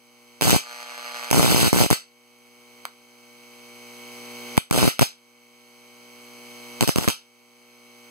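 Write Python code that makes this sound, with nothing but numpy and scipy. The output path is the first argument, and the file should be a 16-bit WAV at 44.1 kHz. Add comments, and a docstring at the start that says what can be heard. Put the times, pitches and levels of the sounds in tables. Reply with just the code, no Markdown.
"""A hard, dark room: high-voltage arcs flash over close to two microphones, over a 60 Hz transformer buzz. In a
flashover the gap breaks down every half cycle, with noise cracks, low thumps and a room roar. After the first
flashovers a flame-like arc burns steadily, a nasal buzz of relighting snaps. Behind it are mains harmonics, a
throbbing corona hiss and small dry snaps. A limiter ducks the buzz under the cracks and lets it swell back;
stereo widening spreads the pair."""
import sys
import numpy as np
from scipy import signal
from scipy.fft import rfft, irfft, next_fast_len
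from scipy.io import wavfile
from scipy.ndimage import uniform_filter1d, minimum_filter1d

SR = 44100
rng = np.random.default_rng(int(sys.argv[2]) if len(sys.argv) > 2 else 0)


def unload_audio(sound):
    """Save the sound as a 16-bit wav file, at the path given as the first command line argument."""
    columns = np.transpose(np.atleast_2d(sound))
    # keep every value between -1 and 1, then stretch to whole-number steps
    steps = np.round(np.clip(columns, -1, 1) * 32767)
    wavfile.write(sys.argv[1], SR, steps.astype(np.int16))


N = 357210

# transformer lines: (multiple of the mains [1], level [dB])
HUM_LINES = [(2, -75), (4, -66.5), (6, -75.5), (8, -73), (10, -80.5), (13, -83), (14, -84.5), (16, -83.5),
             (17, -89), (18, -82.5), (19, -85.5), (20, -84), (22, -83.5), (26, -86), (28, -86), (34, -77),
             (35, -99), (36, -79), (37, -69), (38, -82), (40, -82), (43, -86), (46, -90), (50, -81.5),
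             (51, -81.5), (53, -86), (54, -81.5), (55, -103), (66, -85.5), (99, -82.5)]
# level of each remaining mains harmonic in the buzz: (frequency [Hz], level [dB])
BUZZ_LEVELS = [(600, -90), (1200, -105), (1800, -82), (2300, -92), (3200, -103.5), (4000, -92.5),
               (5000, -96), (6300, -96.5), (8000, -106), (10000, -96)]
# spectrum of the corona hiss: (frequency [Hz], relative density [dB/Hz])
HISS_SPECTRUM = [(40, -31), (100, -1.5), (400, -1.5), (800, -6), (1600, 4), (2250, 6), (3200, -0.5),
                 (4500, 0), (6300, -2), (9000, -5), (14000, -5.5)]
# small snaps that fail to bridge the gap: (time [s], level [dB])
SNAP_EVENTS = [(1.3042, -32), (2.8532, -25.5), (4.5698, -38), (4.701, -46), (4.9853, -39)]
# spectrum of a small snap: (frequency [Hz], relative density [dB/Hz])
SNAP_SPECTRUM = [(250, -30), (600, -3.5), (1200, 5), (1800, 8), (2600, 0), (4500, -4.5), (9000, -9),
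                 (15000, -10.5)]
# course of the burning arc: (time [s], level before its resonances [dB])
FLAME_LEVELS = [(.56, -53.5), (.7, -43), (.9, -45), (1.1, -44.5), (1.2, -44.5), (1.31, -45)]
# spectrum of the burning arc before its resonances: (frequency [Hz], relative density [dB/Hz])
FLAME_SPECTRUM = [(100, -29), (250, -20), (420, -14), (700, -12), (1200, -8.5), (1700, 2), (2400, -4),
                  (3200, -10.5), (4500, -8), (6300, -14), (9000, -17.5), (14000, -23)]
# resonances of the burning arc: (frequency [Hz], width [Hz], level [dB])
FLAME_RESONANCES = [(690, 180, -0.5), (1150, 82, 8), (2460, 170, -14)]
# flashovers: (start [s], end [s], power [dB], thump [dB])
FLASHOVER_EVENTS = [(0.418, .49, 0, -15.5), (.495, .566, -0.5, -12), (1.328, 1.682, 0, -13.5),
                    (1.726, 1.832, -0.5, -13.5), (1.835, 1.868, -9.5, -16), (1.91, 1.936, -1, -11.5),
                    (4.724, 4.893, -1.5, -14), (5.009, 5.029, -2, -10.5), (6.816, 6.847, -7, -16.5),
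                    (6.876, 6.901, -0.5, -19.5), (6.956, 7.059, -11, -27.5), (7.074, 7.102, -5.5, -27)]
# single hard cracks that strike the gap or stand out of a flashover: (time [s], crack [dB], thump [dB])
LOUD_CRACKS = [(0.4115, -15, -18.5), (0.5059, -9, -15), (1.3119, -11.5, -9), (1.7294, -16, -2),
               (1.9033, -12, -21), (1.9102, -12, -3), (4.5772, -11.5, -1.5), (4.7102, -17.5, -9.5),
               (4.9933, -11, -15), (5.0113, -15.5, -8.5), (6.8089, -11.5, -14.5), (6.826, -16.5, -7.5),
               (6.8914, -17, -6), (6.9594, -17, -9), (6.9838, -18, -5.5), (7.0768, -20, -2.5),
               (7.085, -12.5, -12)]
# spectrum of the cracks: (frequency [Hz], relative density [dB/Hz])
CRACK_SPECTRUM = [(40, -23.5), (200, 6), (600, 0), (1100, -2), (1800, 3.5), (3000, -4.5), (5000, -3.5),
                  (9000, -5.5), (14000, -8.5)]
# spectrum of the roar in the room: (frequency [Hz], relative density [dB/Hz])
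ROAR_SPECTRUM = [(60, -2), (200, -3), (500, -4.5), (1000, -4.5), (1700, 5.5), (2500, 0), (5000, 2),
                 (7000, -1.5), (9500, -1), (12000, -3), (15000, -4)]
# decay of the room: (frequency [Hz], time to fall 60 dB [s])
ROOM_DECAY = [(150, 0.15), (1000, 0.18), (3000, 0.24), (8000, 0.2), (15000, 0.14)]
# response of the far, left microphone: (frequency [Hz], level [dB])
FAR_MIC_RESPONSE = [(700, -1), (1100, -7), (5000, -8), (8000, -4), (14000, 0)]
# widening: (frequency [Hz], share of the other microphone taken away [1])
CROSS_SHARE = [(900, 1), (1800, .72), (3000, 1), (7300, 1), (9000, .55), (10500, 1), (11000, 1),
               (12000, .3)]
# emphasis of the difference between the channels: (frequency [Hz], level [dB])
SIDE_EMPHASIS = [(400, 2.7), (750, 4.5), (1300, -3), (2200, 0)]

MAINS_HZ, STRIKE_PHASE = 60.02, .45  # the phase is in half cycles
# one polarity of the mains breaks down harder than the other
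POLARITY_CRACK_DB, POLARITY_THUMP_DB = 1, 4.5
# a cold gap holds off more voltage: the first sparks are harder until the air has warmed
COLD_CRACK_DB, COLD_THUMP_DB, WARM_S = 5, 1.5, 0.02
TIME = np.arange(N) / SR
HALF_CYCLES = 2 * MAINS_HZ * TIME - STRIKE_PHASE


def amp(db):
    """Decibels to gain."""
    return 10 ** (np.asarray(db) / 20)


def evened(x):
    """Scales to an rms of one."""
    return x / np.sqrt(np.mean(x ** 2) + 1e-20)


def read(points, hz):
    """Reads a table on a log-frequency axis."""
    f, value = np.transpose(points)
    return np.interp(np.log(hz + 1), np.log(f + 1), value)


def add(mix, s, sound):
    """Adds a sound to the mix at time s."""
    part = mix[..., round(s * SR):][..., :sound.shape[-1]]
    part += sound[..., :part.shape[-1]]


def colour(x, points):
    """Causal minimum-phase filter of unit energy with the given spectrum."""
    hz = abs(np.fft.fftfreq(2048, 1 / SR))
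    log_gain = np.log(amp(read(points, hz)))
    response = np.exp(signal.hilbert(log_gain).conj())
    taps = np.fft.ifft(response).real[:1024]
    return signal.oaconvolve(x, taps[None] / np.linalg.norm(taps), axes=1)[:, :N]


def highpass(x, hz):
    """Second-order bass roll-off."""
    return signal.sosfilt(signal.butter(2, hz, "high", fs=SR, output="sos"), x)


def room(x, gap=0.0024):
    """Diffuse echo at each microphone: it builds up after a short gap, each band dying at its own rate."""
    hz, t, bands = signal.stft(rng.standard_normal((2, SR // 2)), SR, nperseg=256)
    decay = amp(-60 * t / read(ROOM_DECAY, hz)[:, None])
    tail = signal.istft(bands * decay, SR, nperseg=256)[1]
    tail *= np.clip(TIME[:tail.shape[1]] / gap - .5, 0, 1)  # silent for half the gap, then a ramp
    return signal.fftconvolve(x, tail / np.linalg.norm(tail[0]), axes=1)[:, :N]


def strikes(start, end):
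    """The moments at which the voltage reaches breakdown, twice a mains cycle."""
    s = TIME[1:][np.diff(np.floor(HALF_CYCLES)) > 0]
    return s[(s >= start) & (s <= end)]


def crack(decay):
    """The ragged shock of a crooked spark channel: decaying noise with the energy of 2 ms at an rms of one."""
    t = TIME[:SR // 125]
    shock = rng.standard_normal((2, len(t))) * np.exp(-t / decay)
    return shock / np.linalg.norm(shock, axis=1, keepdims=True) * np.sqrt(SR / 500)


def transformer(scatter=0.65):
    """The core hums on multiples of the mains; its loose sheets add a thin buzz of high ones."""
    lines = {round(k): db for k, db in HUM_LINES}
    hum = np.zeros(N)
    knots = np.linspace(0, TIME[-1], 40)
    for k, db in lines.items():
        waver = np.interp(TIME, knots, amp(db + .5 * rng.standard_normal(len(knots))))
        phase = scatter * np.sqrt(k) * rng.standard_normal()
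        hum += waver * np.cos(2 * np.pi * k * MAINS_HZ * TIME + phase)

    # the buzz is one mains cycle, read over and over
    orders = np.setdiff1d(np.arange(3, 170), list(lines))
    turn = np.linspace(0, 1, 4096)
    size_db = read(BUZZ_LEVELS, orders * MAINS_HZ) + 3 * rng.standard_normal(len(orders))
    phase = rng.random(len(orders))
    cycle = np.cos(2 * np.pi * (np.outer(turn, orders) + phase)) @ amp(size_db)
    buzz = np.interp(MAINS_HZ * TIME % 1, turn, cycle)
    return np.sqrt(2) * (hum + buzz)  # table levels are rms


def corona(level_db=-64, throb=0.25):
    """A fine hiss from the live conductors, swelling with each half cycle."""
    hiss = rng.standard_normal((2, N)) * (1 + throb * np.cos(2 * np.pi * HALF_CYCLES))
    return amp(level_db) * colour(hiss, HISS_SPECTRUM)


def snaps(decay=0.00052, wet_db=-11):
    """Single small discharges: thin, dry ticks with a faint echo."""
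    ticks = np.zeros((2, N))
    for s, db in SNAP_EVENTS:
        add(ticks, s, amp(db) * crack(decay))
    ticks = colour(ticks, SNAP_SPECTRUM)
    return ticks + amp(wet_db) * room(ticks)


def flame(sizzle_db=-26, spread_db=2, jitter=.00008):
    """The burning arc relights with a like snap and a puff of sizzle every half cycle: a nasal buzz."""
    pulses = np.zeros((2, N))
    times, level_db = np.transpose(FLAME_LEVELS)
    for s in strikes(times[0], times[-1]):
        late, size = rng.standard_normal(2)
        snap = amp(sizzle_db) * crack(.002)
        snap[:, 0] -= 1  # the snap itself, the same every time
        snap /= np.linalg.norm(snap[1])
        snap_db = np.interp(s, times, level_db) + spread_db * size
        add(pulses, s + jitter * late, amp(snap_db) * snap)
    # the pulses' energy per half cycle is scaled to a steady level, 3 dB under unit rms
    pulses = colour(pulses, FLAME_SPECTRUM) * np.sqrt(SR / (4 * MAINS_HZ))
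    rings = sum(amp(db) * signal.lfilter(*signal.iirpeak(hz, hz / width, fs=SR), pulses)
                for hz, width, db in FLAME_RESONANCES)
    pulses = pulses + rings
    return (pulses + room(pulses)) * amp(1.0)


def thump(width=0.00046, swing_hz=100, tear_db=-9, tear_hz=1500):
    """A ragged low thump jolts the near microphone and swings back through its bass roll-off."""
    u = TIME[:SR // 40] / (width * amp(3.4 * rng.standard_normal()))  # width in s, varied
    blast = u ** 2 * np.exp(-u)
    lowpass = signal.butter(2, tear_hz, fs=SR, output="sos")
    tear = evened(signal.sosfilt(lowpass, rng.standard_normal((2, len(u)))))
    shove = np.array([[0], [rng.choice([-1, 1])]])  # near, right microphone only
    push = highpass(blast * (shove + amp(tear_db) * tear), swing_hz)
    return push / abs(push).max()


def sparks(crack_db=-20, crack_spread_db=4.5, thump_spread_db=6, roar_spread_db=3.0, crack_follow=0.68,
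           decay=0.0016, loud_decay=0.0012, jitter=.0006, room_db=-17, loud_room_db=-11):
    """Every breakdown gives a crack and a thump, and fills the room with a bright roar."""
    cracks, thumps, send = np.zeros((3, 2, N))
    loud_times = np.array(LOUD_CRACKS)[:, 0]
    for s, peak_db, blast_db in LOUD_CRACKS:
        shock = amp(peak_db) * crack(loud_decay)
        add(cracks, s, shock)
        add(send, s, amp(loud_room_db) * shock)
        add(thumps, s, amp(blast_db) * thump())

    for start, end, power_db, thump_db in FLASHOVER_EVENTS:
        for s in strikes(start, end):
            late, size, blast = rng.uniform(-1, 1, 3)
            hard = round(HALF_CYCLES[round(s * SR)]) % 2
            cold = np.exp(-(s - start) / WARM_S)
            peak_db = crack_db + crack_follow * power_db + crack_spread_db * size
            peak_db += POLARITY_CRACK_DB * hard + COLD_CRACK_DB * cold
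            blast_db = thump_db + thump_spread_db * blast
            blast_db += POLARITY_THUMP_DB * hard + COLD_THUMP_DB * cold
            shock, push = crack(decay), thump()
            add(send, s, amp(power_db + room_db + roar_spread_db * size) * shock)
            # a loud crack close by takes the place of this spark
            if abs(loud_times - s).min() > 1 / (4 * MAINS_HZ):
                add(cracks, s + jitter * late, amp(peak_db) * shock)
                add(thumps, s + jitter * late, amp(blast_db) * push)
    return colour(cracks, CRACK_SPECTRUM) + thumps + colour(room(send), ROAR_SPECTRUM)


def scene():
    """The sound at the two microphones."""
    return transformer() + corona() + snaps() + flame() + sparks()


def limiter(x, ceiling_db=-23, recovery_db=11.0, start_db=3.5, most_db=23):
    """Gain drops at once on a crack, no lower than unity, and creeps back at so many dB a second."""
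    treble = highpass(x, 900)
    power = uniform_filter1d((treble ** 2).mean(0), size=88)
    power_db = 10 * np.log10(abs(power) + 1e-12)
    wanted_db = minimum_filter1d(np.clip(ceiling_db - power_db, 0, most_db), size=45)
    rise_db = recovery_db * TIME
    gain_db = np.minimum(np.minimum.accumulate(wanted_db - rise_db), start_db) + rise_db
    return x * amp(uniform_filter1d(gain_db, size=30))


def record(dry, spacing_s=1 / 1800, edge_hz=15650):
    """Limiter; widening takes from each microphone the other one, delayed by their spacing; band limit."""
    size = next_fast_len(N + 2048)
    hz = np.fft.rfftfreq(size, 1 / SR)
    mics = rfft(limiter(dry), size)
    mics = mics * np.array([amp(read(FAR_MIC_RESPONSE, hz)), np.ones(len(hz))])
    delay = np.exp(-2j * np.pi * hz * spacing_s)
    left, right = mics - read(CROSS_SHARE, hz) * mics[::-1] * delay
    mid = (left + right) / 2
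    side = amp(read(SIDE_EMPHASIS, hz)) * (left - right) / 2
    wide = irfft(np.array([mid + side, mid - side]), size)[:, :N]
    band = signal.firwin(301, edge_hz, window=("kaiser", 9), fs=SR)
    return signal.oaconvolve(np.tanh(wide), band[None], "same")  # soft clipping, then the band limit


dry = scene()
out = record(dry)
unload_audio(out)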